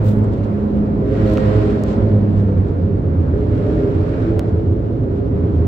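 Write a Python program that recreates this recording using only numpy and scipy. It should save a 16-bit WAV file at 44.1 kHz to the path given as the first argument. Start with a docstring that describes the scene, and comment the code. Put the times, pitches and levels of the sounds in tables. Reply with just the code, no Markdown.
"""Car cabin in a road tunnel

Microphone inside a moving car: noise bands boom through the body, drum and roar from the tyres.
Two motorcycles drone and run close for a moment; then a van overtakes, each with a swell of hiss.
Engine notes are harmonics of a firing rate; beating and drifting tunnel echoes make them throb and waver.
Brief noise grains rustle and damped sines tick close by; the signal jumps once with a click."""
import sys
import numpy as np
from scipy.fft import rfft, irfft, next_fast_len
from scipy.io import wavfile
from scipy.ndimage import uniform_filter1d, map_coordinates

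SR = 44100
rng = np.random.default_rng(int(sys.argv[2]) if len(sys.argv) > 2 else 0)


def dump_mix(stems):
    """Bounce the given channels to the path in sys.argv[1] as a 16-bit WAV at rate SR."""
    frames = np.atleast_2d(stems).T  # one column per channel
    limited = np.clip(frames, -1, 1)  # hard clip at full scale
    pcm = np.round(limited * 32767).astype(np.int16)
    wavfile.write(sys.argv[1], SR, pcm)


N = 250047
TIME = np.arange(N) / SR  # seconds


def amp(db):
    """Decibels to gain."""
    return 10 ** (np.asarray(db) / 20)


def unit(x):
    """Scaled to rms 1."""
    return x / np.sqrt(np.mean(x ** 2) + 1e-20)


def along(points, hz):
    """Values at hz, read from (frequency, value) points on a log axis."""
    point_hz, values = np.transpose(points)
    return np.interp(np.log(hz + 1), np.log(point_hz + 1), values)


def curves(rows):
    """One value per sample for each column after the time."""
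    seconds, *columns = np.transpose(rows)
    return [np.interp(TIME, seconds, column) for column in columns]


def present(rows, fade):
    """1 while a table lasts, fading over some seconds outside it."""
    start, end = rows[0][0], rows[-1][0]
    return np.interp(TIME, [start - fade, start, end, end + fade], [0, 1, 1, 0])


def wobble(rate):
    """A smooth random curve, rate knots a second."""
    return map_coordinates(rng.standard_normal(512), [TIME * rate + 2], mode="wrap")


def filtered(x, response):
    """x shaped by a response of frequency, padded so that its end does not wrap round."""
    size = next_fast_len(N + 8192)
    spectrum = rfft(x, size) * response(np.fft.rfftfreq(size, 1 / SR))
    return irfft(spectrum, size)[..., :N]


def pan(db):
    """Left and right gains for a left-minus-right level in dB."""
    return amp([[db / 2], [-db / 2]])


# Likeness of the two ears in the cabin: (frequency [Hz], left-right correlation [-1 to 1])
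EAR_LIKENESS = [(25, .998), (60, 0.95), (130, 0.99), (260, 0.82), (440, 0.86), (530, 0.23), (670, 0.54),
                (760, -0.7), (890, -0.56), (1200, -0.3), (1600, -0.17), (2200, 0.032), (4000, -0.011)]


def noise(spectrum):
    """Stereo noise of rms 1: alike in the bass, opposed near 800 Hz, diffuse in the treble."""
    def mid_side_response(hz):
        turn = np.arccos(np.clip(along(EAR_LIKENESS, hz), -1, 1)) / 2
        return amp(along(spectrum, hz)) * [np.cos(turn), np.sin(turn)]

    mid, side = filtered(rng.standard_normal((2, N)), mid_side_response)
    return unit(np.array([mid + side, mid - side]))


def even(x, seconds):
    """Noise whose power holds steady over spans longer than seconds."""
    size = max(int(seconds * SR / 2), 2)
    power = uniform_filter1d(uniform_filter1d(np.mean(x ** 2, axis=0), size), size)
    return x / np.sqrt(np.abs(power) + 1e-9)


def note(hz, echo, flutter, spread):
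    """A tone of rms 1 with its tunnel echoes, which drift in size and phase, partly apart at each ear."""
    drift = lambda: wobble(flutter) + 1j * wobble(flutter)
    field = 1 + echo * drift() + spread * np.array([drift(), drift()])
    cycles = np.cumsum(hz) / SR + rng.random()
    return unit(np.real(field * np.exp(2j * np.pi * cycles)))


def throb(beat_hz, crest_s, depth):
    """Gain of a note beating against a Doppler-shifted echo from the tunnel walls."""
    return np.abs(1 + depth * np.exp(2j * np.pi * beat_hz * (TIME - crest_s)))


def nearness(s, approach, stay, leave):
    """0 far, 1 alongside: a vehicle draws up, stays a moment and recedes."""
    before, after = np.maximum(s - TIME, 0), np.maximum(TIME - s - stay, 0)
    return np.exp(-(before / approach) ** 2 / 2 - after / leave)


def swell(far_db, near_db, near):
    """Gain of a source heard faintly from afar and directly when near."""
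    return np.hypot(amp(far_db), amp(near_db) * near)


# The road under the car: (time [s], body shake level [dB], tyre drum level [dB])
ROAD = [(0.0, -28.5, -25), (0.2, -26.5, -23.5), (0.61, -30.5, -26.5), (1.05, -23.5, -20),
        (1.26, -23.5, -24.5), (3.0, -28, -24), (3.12, -30.5, -23.5), (3.36, -23, -22.5),
        (3.97, -25.5, -22.5), (4.25, -27.5, -25.5), (4.82, -27.5, -24), (5.67, -28, -21.5)]
# Spectra of body shake, cabin air resonances, tyre drum and tyre roar:
# each (frequency [Hz], relative density [dB per Hz])
SHAKE_SPECTRUM = [(15, -32.5), (25, -10.5), (38, -6.5), (50, 0.5), (62, 6.5), (75, -3), (100, -14),
                  (200, -92.5), (600, -140)]
BOOM_SPECTRUM = [(45, -43.5), (70, -13.5), (86, 1), (105, -3.5), (120, -3), (135, 1.5), (152, -11.5),
                 (175, -4.5), (200, -10.5), (300, -52), (900, -140)]
DRUM_SPECTRUM = [(90, -33.5), (145, 2), (170, 3.5), (195, -1), (235, 2.5), (270, 4), (320, 1), (365, -6.5),
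                 (430, -11.5), (800, -54), (2500, -140)]
ROAR_SPECTRUM = [(220, -51), (350, -2), (410, 1.5), (470, -3.5), (545, -0.5), (620, -13), (700, -12),
                 (820, -22.5), (1200, -35.5), (5000, -140)]
# The car's own drive train: (time [s], level [dB])
CAR_WHINE = [(0, -34), (.55, -36), (1.1, -28.5), (1.8, -27), (2.3, -38), (3.05, -30), (3.25, -37),
             (3.85, -24), (4.25, -34.5), (4.8, -36), (5.22, -26.5), (5.5, -29.5)]
BOOM_DB = -24
ROAR_FAR_DB, ROAR_NEAR_DB = -29, -31  # tyre roar alone, and what a vehicle alongside adds
WHINE_HZ, WHINE_OCTAVE_DB = 401.3, -27  # the octave's level is against the fundamental


def car(near):
    """The road shakes the body and booms in the cabin; the tyres drum, and roar louder beside vehicles."""
    shake_db, drum_db = curves(ROAD)
    shake = amp(shake_db) * even(noise(SHAKE_SPECTRUM), seconds=0.76)
    boom = amp(BOOM_DB) * even(noise(BOOM_SPECTRUM), seconds=0.18)
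    drum = amp(drum_db) * even(noise(DRUM_SPECTRUM), seconds=0.17)
    roar = swell(ROAR_FAR_DB, ROAR_NEAR_DB, near) * even(noise(ROAR_SPECTRUM), seconds=0.14)
    hz = WHINE_HZ + np.zeros(N)
    whine = note(hz, echo=0.14, flutter=10, spread=0.45)
    whine = whine + amp(WHINE_OCTAVE_DB) * note(2 * hz, echo=0.23, flutter=11, spread=0.53)
    return shake + boom + bumps() + drum + roar + amp(curves(CAR_WHINE)[0]) * whine


# Engine speed before its wander: (time [s], firing rate [Hz])
BIKE_RATE = [(0, 105.5), (.4, 104.6), (.8, 104), (1.15, 105.6), (1.35, 104.4), (1.65, 105.4), (1.9, 103.6),
             (2.1, 104.2), (2.5, 99.5), (2.9, 99), (3.4, 105), (4, 104.5), (4.4, 108.5), (5.67, 108.5)]
# Firing note, before it throbs: (time [s], level [dB])
BIKE_THRUM = [(0, -16), (.07, -14.5), (.3, -17.5), (.46, -19), (.6, -39), (.8, -30), (1.05, -26.5),
              (1.22, -17), (1.36, -26.5), (1.52, -13.5), (1.7, -22), (1.88, -26.5), (2.02, -18.5),
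              (2.17, -14.5), (2.4, -17.5), (2.6, -21.5), (3.05, -29), (3.38, -29.5), (3.58, -19),
              (3.9, -26.5), (4.4, -22.5), (4.9, -26), (5.67, -24.5)]
# Second harmonic: (time [s], level [dB])
BIKE_OCTAVE = [(0, -23), (.17, -21.5), (.41, -27.5), (.52, -20.5), (.75, -19.5), (1.05, -33), (1.23, -21),
               (1.5, -21.5), (1.6, -30), (1.73, -19.5), (1.85, -24.5), (2.05, -25.5), (2.3, -20.5),
               (2.6, -32), (2.9, -29)]
# Strong harmonics that beat with their wall echoes:
# (multiple of firing rate, relative level [dB], beat rate [Hz], crest time [s])
BIKE_GROWL = [(3, 1.5, 2.9, 1.65), (4, 1.5, 1.9, 1.603), (5, 0.5, 1.4, 1.3), (6, -5.5, 3.8, 1.566)]
# Upper notes; uneven cylinders add half multiples: (multiple of firing rate, relative level [dB])
BIKE_RASP = [(2.5, -5), (5.5, -17.5), (6.5, -15), (7, -17.5), (7.5, -17.5), (9, -23), (9.5, -22.5),
             (10, -19.5), (11, -27), (12.5, -22.5), (18, -22.5), (19, -28.5)]
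BIKE_RASP_NEAR_DB = -29  # growl and rasp right alongside
BIKE_RASP_CARRIED_DB = -25  # growl and rasp from afar, against the firing note


def motorcycle(near):
    """Low exhaust notes carry through the tunnel and throb; growl and rasp stand out when it is close."""
    hz = curves(BIKE_RATE)[0] * (1 + 0.00596 * wobble(12))  # the engine speed wanders
    thrum_db, = curves(BIKE_THRUM)
    thrum = amp(thrum_db) * note(hz, echo=0.18, flutter=11, spread=0.1)
    thrum = thrum * throb(beat_hz=8.7, crest_s=2.96, depth=0.33)
    octave = amp(curves(BIKE_OCTAVE)[0]) * note(2 * hz, echo=0.2, flutter=16, spread=0.22)
    growl = sum(amp(db) * throb(beat_hz, crest_s, depth=0.54)
                * note(multiple * hz, echo=0.2, flutter=24, spread=0.11 * multiple)
                for multiple, db, beat_hz, crest_s in BIKE_GROWL)
    rasp = sum(amp(db) * note(multiple * hz, echo=0.48, flutter=22, spread=0.27 * multiple)
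               for multiple, db in BIKE_RASP)
    upper = swell(thrum_db + BIKE_RASP_CARRIED_DB, BIKE_RASP_NEAR_DB, near) * (growl + rasp)
    return thrum + (octave + upper) * present(BIKE_OCTAVE, fade=0.14)


# Second motorcycle, rate before its wander: (time [s], firing rate [Hz], level [dB])
COMPANION = [(0, 102.5, -36), (.45, 115, -38.5), (.8, 104, -36), (1.15, 107, -39), (1.5, 111, -42),
             (1.8, 112.5, -36), (2.05, 110.5, -29.5), (2.3, 111, -38), (2.55, 100, -34)]
# Its harmonics: (multiple of firing rate, relative level [dB])
COMPANION_RASP = [(2, 6.5), (3, -4.5), (4, -5.5), (5, -4.5), (6, -13.5), (7, -16.5), (8, -20), (9, -22)]


def companion():
    """A second motorcycle, at a firing rate of its own, beats against the first."""
    hz, db = curves(COMPANION)
    hz = hz * (1 + 0.0062 * wobble(11))
    notes = sum(amp(level) * note(multiple * hz, echo=0.52, flutter=20, spread=0.023 * multiple)
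                for multiple, level in COMPANION_RASP)
    return amp(db) * notes * present(COMPANION, fade=0.11)


# Distant traffic, added to the far levels below: (time [s], level [dB])
FAR_TRAFFIC = [(0, 1), (.2, 0), (.85, -1.5), (2, -0.5), (2.6, -1.5), (2.97, -3.5), (3.3, -1.5), (4.5, -2),
               (4.95, -4.5), (5.2, -3.5), (5.67, -1)]


def traffic_level(far_db, near_dbs, nears, falloff):
    """Gain of the ebbing distant traffic plus the vehicles alongside."""
    passing = sum(amp(db) * near ** falloff for db, near in zip(near_dbs, nears))
    return np.hypot(amp(far_db + curves(FAR_TRAFFIC)[0]), passing)


def cabin_modes(x, spacing_hz, depth_db):
    """Crowded cabin resonances put fixed fine ripples on the spectrum at each ear."""
    def response(hz):
        ears = rng.standard_normal((2, 1024))
        ripple = [map_coordinates(ear, [hz / spacing_hz], mode="wrap") for ear in ears]
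        return amp(depth_db * np.array(ripple))

    return filtered(x, response)


# The two motorcycles, the van and last its rear wheels at their closest: (closest from time [s],
# approach [s], stay [s], leave [s], wash level [dB], rush level [dB], hiss level [dB])
PASSES = [(1.27, 0.16, 0.38, 0.36, -37, -38.5, -46), (1.959, 0.12, 0.048, 0.3, -36.5, -47.5, -61.5),
          (3.75, 0.34, 0.49, 0.23, -45, -45, -53.5), (4.3, .1, 0.078, 0.29, -44.5, -50.5, -64.5)]
# Spectra from low to high: each (frequency [Hz], relative density [dB per Hz])
WASH_SPECTRUM = [(400, -29), (700, -2), (850, 1), (1020, -5), (1200, -9.5), (1600, -21.5), (6000, -120)]
RUSH_SPECTRUM = [(700, -28), (1100, 0), (1300, 2.5), (1600, -0.5), (1900, -4.5), (2300, -8.5), (3200, -29),
                 (6000, -62), (12000, -120)]
HISS_SPECTRUM = [(1200, -22.5), (2300, -0.5), (2800, 1), (3300, -1), (4400, -5), (5500, -13), (6600, -17),
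                 (7700, -13.5), (8700, -31.5), (12000, -29), (16000, -40.5)]
FAR_WASH_DB, FAR_RUSH_DB, FAR_HISS_DB = -38.5, -46.5, -56.5
WASH_FALLOFF, RUSH_FALLOFF, HISS_FALLOFF = 4.3, 1.7, 1.7  # powers of nearness
GRIT_DB, GRIT_PER_S = 1.02, 170  # coarse asphalt roughens the noise of vehicles alongside


def traffic(nears):
    """Tyre and air noise through the windows swells as each vehicle comes alongside."""
    *_, wash_dbs, rush_dbs, hiss_dbs = np.transpose(PASSES)
    wash = traffic_level(FAR_WASH_DB, wash_dbs, nears, WASH_FALLOFF) * noise(WASH_SPECTRUM)
    rush = traffic_level(FAR_RUSH_DB, rush_dbs, nears, RUSH_FALLOFF) * noise(RUSH_SPECTRUM)
    hiss = traffic_level(FAR_HISS_DB, hiss_dbs, nears, HISS_FALLOFF) * noise(HISS_SPECTRUM)
    # each band flickers at its own pace
    wash = wash * amp(1.1 * wobble(14))
    rush = rush * amp(0.78 * wobble(8.7))
    hiss = hiss * amp(0.56 * wobble(30))
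    grit = amp(GRIT_DB * np.max(nears, axis=0) * wobble(GRIT_PER_S))
    return cabin_modes(wash + grit * (rush + hiss), spacing_hz=30.06, depth_db=1.5)


# Short scrapes and hisses: rubs near the microphone, and at 4.486 s a breath of van hiss:
# (time [s], Gaussian half length [s], scrape level [dB], fizz level [dB])
RUSTLES = [(0.089, 0.033, -48, -50.5), (0.183, 0.023, -68.5, -61), (0.337, 0.012, -55, -76.5),
           (0.384, 0.018, -59.5, -78), (0.445, 0.0074, -53.5, -74), (1.326, 0.053, -49.5, -60),
           (1.904, 0.04, -48.5, -74), (2.387, .03, -56, -72.5), (2.685, .018, -60, -69.5),
           (4.486, .025, -59.5, -86.5), (5.173, 0.025, -62.5, -85.5)]
# Low and high part of each: (frequency [Hz], relative density [dB per Hz])
SCRAPE_SPECTRUM = [(800, -29), (2000, 1.5), (3500, 4.5), (6000, -5.5), (7700, -6), (8800, -20.5),
                   (16000, -30)]
FIZZ_SPECTRUM = [(4000, -36), (7500, 1.5), (9500, -5.5), (12500, -0.5), (15500, -0.5)]


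def rustles():
    """Short scrapes and hisses: bursts of noise made grainy by a fast random level."""
    bursts = [(np.exp(-((TIME - s) / length) ** 2 / 2), scrape_db, fizz_db)
              for s, length, scrape_db, fizz_db in RUSTLES]
    scrape = sum(burst * amp(scrape_db) for burst, scrape_db, _ in bursts) * noise(SCRAPE_SPECTRUM)
    fizz = sum(burst * amp(fizz_db) for burst, _, fizz_db in bursts) * noise(FIZZ_SPECTRUM)
    return (scrape + fizz) * amp(1.9 * wobble(260)) * pan(1.5)


# Loose trim in the cabin: (time [s], knock level [dB], knock pitch [Hz], knock t60 [s],
# crack level [dB], left minus right [dB])
TICKS = [(0.244, -48, 7500, .007, -56, -5), (1.273, -51, 5970, 0.0037, -48, 0),
         (1.298, -45, 6000, .004, -48, 2), (1.3374, -42.5, 11740, 0.0058, -41.5, 0),
         (1.3735, -18.5, 2620, 0.003, -42, -3.5), (1.381, -17.5, 1300, .005, -42, -4.5),
         (1.837, -34, 5440, 0.0025, -34.5, 8), (2.139, -59, 11760, .006, -59, -1)]
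# The crack: (frequency [Hz], relative density [dB per Hz])
CRACK_SPECTRUM = [(2000, -13.5), (4800, 2.5), (7500, 3), (8700, -13), (10400, -4.5), (12700, 0.5),
                  (14500, -6.5), (15800, -6.5)]
TICK_ATTACK_S, CRACK_T60_S = 0.00005, 0.0053


def ticks():
    """Loose trim ticks: a heavily damped knock at the part's own pitch under a short, bright crack."""
    out, t = np.zeros((2, N)), np.arange(2048) / SR
    fall = lambda t60: amp(-60 * t / t60) * (1 - np.exp(-t / TICK_ATTACK_S))
    crack_response = amp(along(CRACK_SPECTRUM, np.fft.rfftfreq(len(t), 1 / SR)))
    for s, knock_db, knock_hz, t60, crack_db, lean_db in TICKS:
        knock = np.sqrt(2) * np.sin(2 * np.pi * knock_hz * t) * fall(t60)
        grain = irfft(rfft(rng.standard_normal(len(t))) * crack_response)
        crack = unit(grain) * fall(CRACK_T60_S)
        tick = amp(knock_db) * knock + amp(crack_db) * crack
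        out[:, round(s * SR):][:, :len(t)] += tick * pan(lean_db)
    return out


# Engine speed before its wander: (time [s], firing rate [Hz])
VAN_RATE = [(2.4, 88), (2.9, 88), (3.35, 83), (3.7, 85.4), (3.95, 85), (4.3, 86.8), (4.7, 85.8),
            (5.2, 83.6), (5.67, 83.5)]
# Firing note, before it throbs: (time [s], level [dB])
VAN_DRONE = [(2.3, -32), (2.9, -24.5), (3.42, -22.5), (3.62, -29), (4, -35.5), (4.2, -33), (4.65, -28.5),
             (4.92, -34.5), (5.2, -25.5), (5.4, -21), (5.67, -14.5)]
# Exhaust rasp, loudest about when the van draws level: (time [s], level [dB])
VAN_RASP_LEVEL = [(2.9, -47), (3.4, -34), (3.8, -30), (4.05, -33.5), (4.35, -32), (4.6, -40), (5.67, -37)]
# Exhaust harmonics, then upper ones heard only from close by:
# each (multiple of firing rate, relative level [dB])
VAN_RASP = [(2, -4), (3, 0.5), (5, 3)]
VAN_EDGE = [(6, -7.5), (7, -4), (8, -18.5)]
# Gear whine: (time [s], pitch [Hz], level [dB])
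VAN_WHINE = [(3.3, 309.8, -30.5), (3.8, 314.8, -25.5), (4.1, 323, -38.5), (4.28, 328, -20), (4.5, 331, -28),
             (4.85, 328.6, -30), (5.2, 329.6, -41)]
# Tyre tread singing, falling in pitch as it goes by: (time [s], pitch [Hz], level [dB])
VAN_TREAD = [(4.24, 806, -54), (4.33, 800, -47.5), (4.44, 745, -45), (4.52, 712, -52)]
VAN_OCTAVE_DB = -9.5  # second harmonic against the firing note
VAN_EDGE_FALLOFF = 0.74  # extra dB the edge loses for each dB that the exhaust fades


def van():
    """A lower, gently throbbing engine, gear whine and tyre tone pass; rasp brightens as it draws up."""
    hz = curves(VAN_RATE)[0] * (1 + .005 * wobble(11))
    drone = note(hz, echo=1.0, flutter=16, spread=0.033)
    drone = drone * throb(beat_hz=4.3, crest_s=3.1, depth=0.12)
    octave = amp(VAN_OCTAVE_DB) * note(2 * hz, echo=0.3, flutter=8.5, spread=0.12)

    def harmonics(rows):
        return sum(amp(db) * note(multiple * hz, echo=0.38, flutter=18, spread=0.062 * multiple)
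                   for multiple, db in rows)

    rasp_db, = curves(VAN_RASP_LEVEL)
    edge = amp(VAN_EDGE_FALLOFF * (rasp_db - rasp_db.max())) * harmonics(VAN_EDGE)
    rasp = amp(rasp_db) * (harmonics(VAN_RASP) + edge)
    engine = amp(curves(VAN_DRONE)[0]) * (drone + octave) + rasp
    whine_hz, whine_db = curves(VAN_WHINE)
    whine = amp(whine_db) * note(whine_hz, echo=0.31, flutter=20, spread=0.12)
    tread_hz, tread_db = curves(VAN_TREAD)
    tread = amp(tread_db) * note(tread_hz, echo=1.3, flutter=45, spread=0.9)
    passing = engine * present(VAN_DRONE, fade=0.37) + whine * present(VAN_WHINE, fade=0.14)
    return passing + tread * present(VAN_TREAD, fade=0.066)


# Unevenness in the road: (time [s], level [dB])
BUMPS = [(2.581, -13), (2.84, -15), (2.93, -17), (3.2, -14), (3.39, -19), (3.999, -13), (4.38, -17),
         (4.55, -19), (4.7, -14)]
BUMP_HZ, BUMP_S = 91.4, .025  # the cabin's lowest boom; Gaussian half length of one bump


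def bumps():
    """Each bump in the road swells the cabin's lowest boom for a few cycles."""
    push = sum(amp(db) * np.exp(-((TIME - s) / BUMP_S) ** 2 / 2) for s, db in BUMPS)
    boom = note(BUMP_HZ + np.zeros(N), echo=0.77, flutter=25, spread=.04)
    return push * even(boom, seconds=0.035)


# A click where the signal jumps: (time [s], level [dB])
JUMP = [(4.3943, -12)]


def click(relax):
    """A click where the signal jumps: a sudden step that relaxes at once."""
    return sum(-amp(db) * (TIME >= s) * np.exp(-np.abs(TIME - s) / relax) for s, db in JUMP)


# Balance at the microphone: (frequency [Hz], left minus right [dB])
CABIN_LEAN = [(25, -3), (60, -2), (300, -2), (520, -2.5), (700, 1.2), (950, -2), (2300, -2.5), (3300, -0.5),
              (4400, 2.5), (5700, 9), (7000, 3), (8000, 4.5), (9500, 2)]


def scene():
    """In the cabin most of the low sound leans to the right and the hiss to the left."""
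    nears = [nearness(s, approach, stay, leave) for s, approach, stay, leave, *_ in PASSES]
    own_car = car(np.max(nears, axis=0))
    outside = own_car + motorcycle(nears[0]) + companion() + traffic(nears) + van()
    cabin = filtered(outside, lambda hz: amp(np.outer([1, -1], along(CABIN_LEAN, hz)) / 2))
    return cabin + rustles() + ticks() + click(relax=0.00045) * pan(1.2)


TOP_HZ = 15830


def record(dry):
    """The microphone signal fades in over 3 ms and keeps nothing above its band limit."""
    opening = np.minimum(TIME / .003, 1)
    return filtered(dry * opening, lambda hz: hz < TOP_HZ)


dry = scene()
out = record(dry)
dump_mix(out)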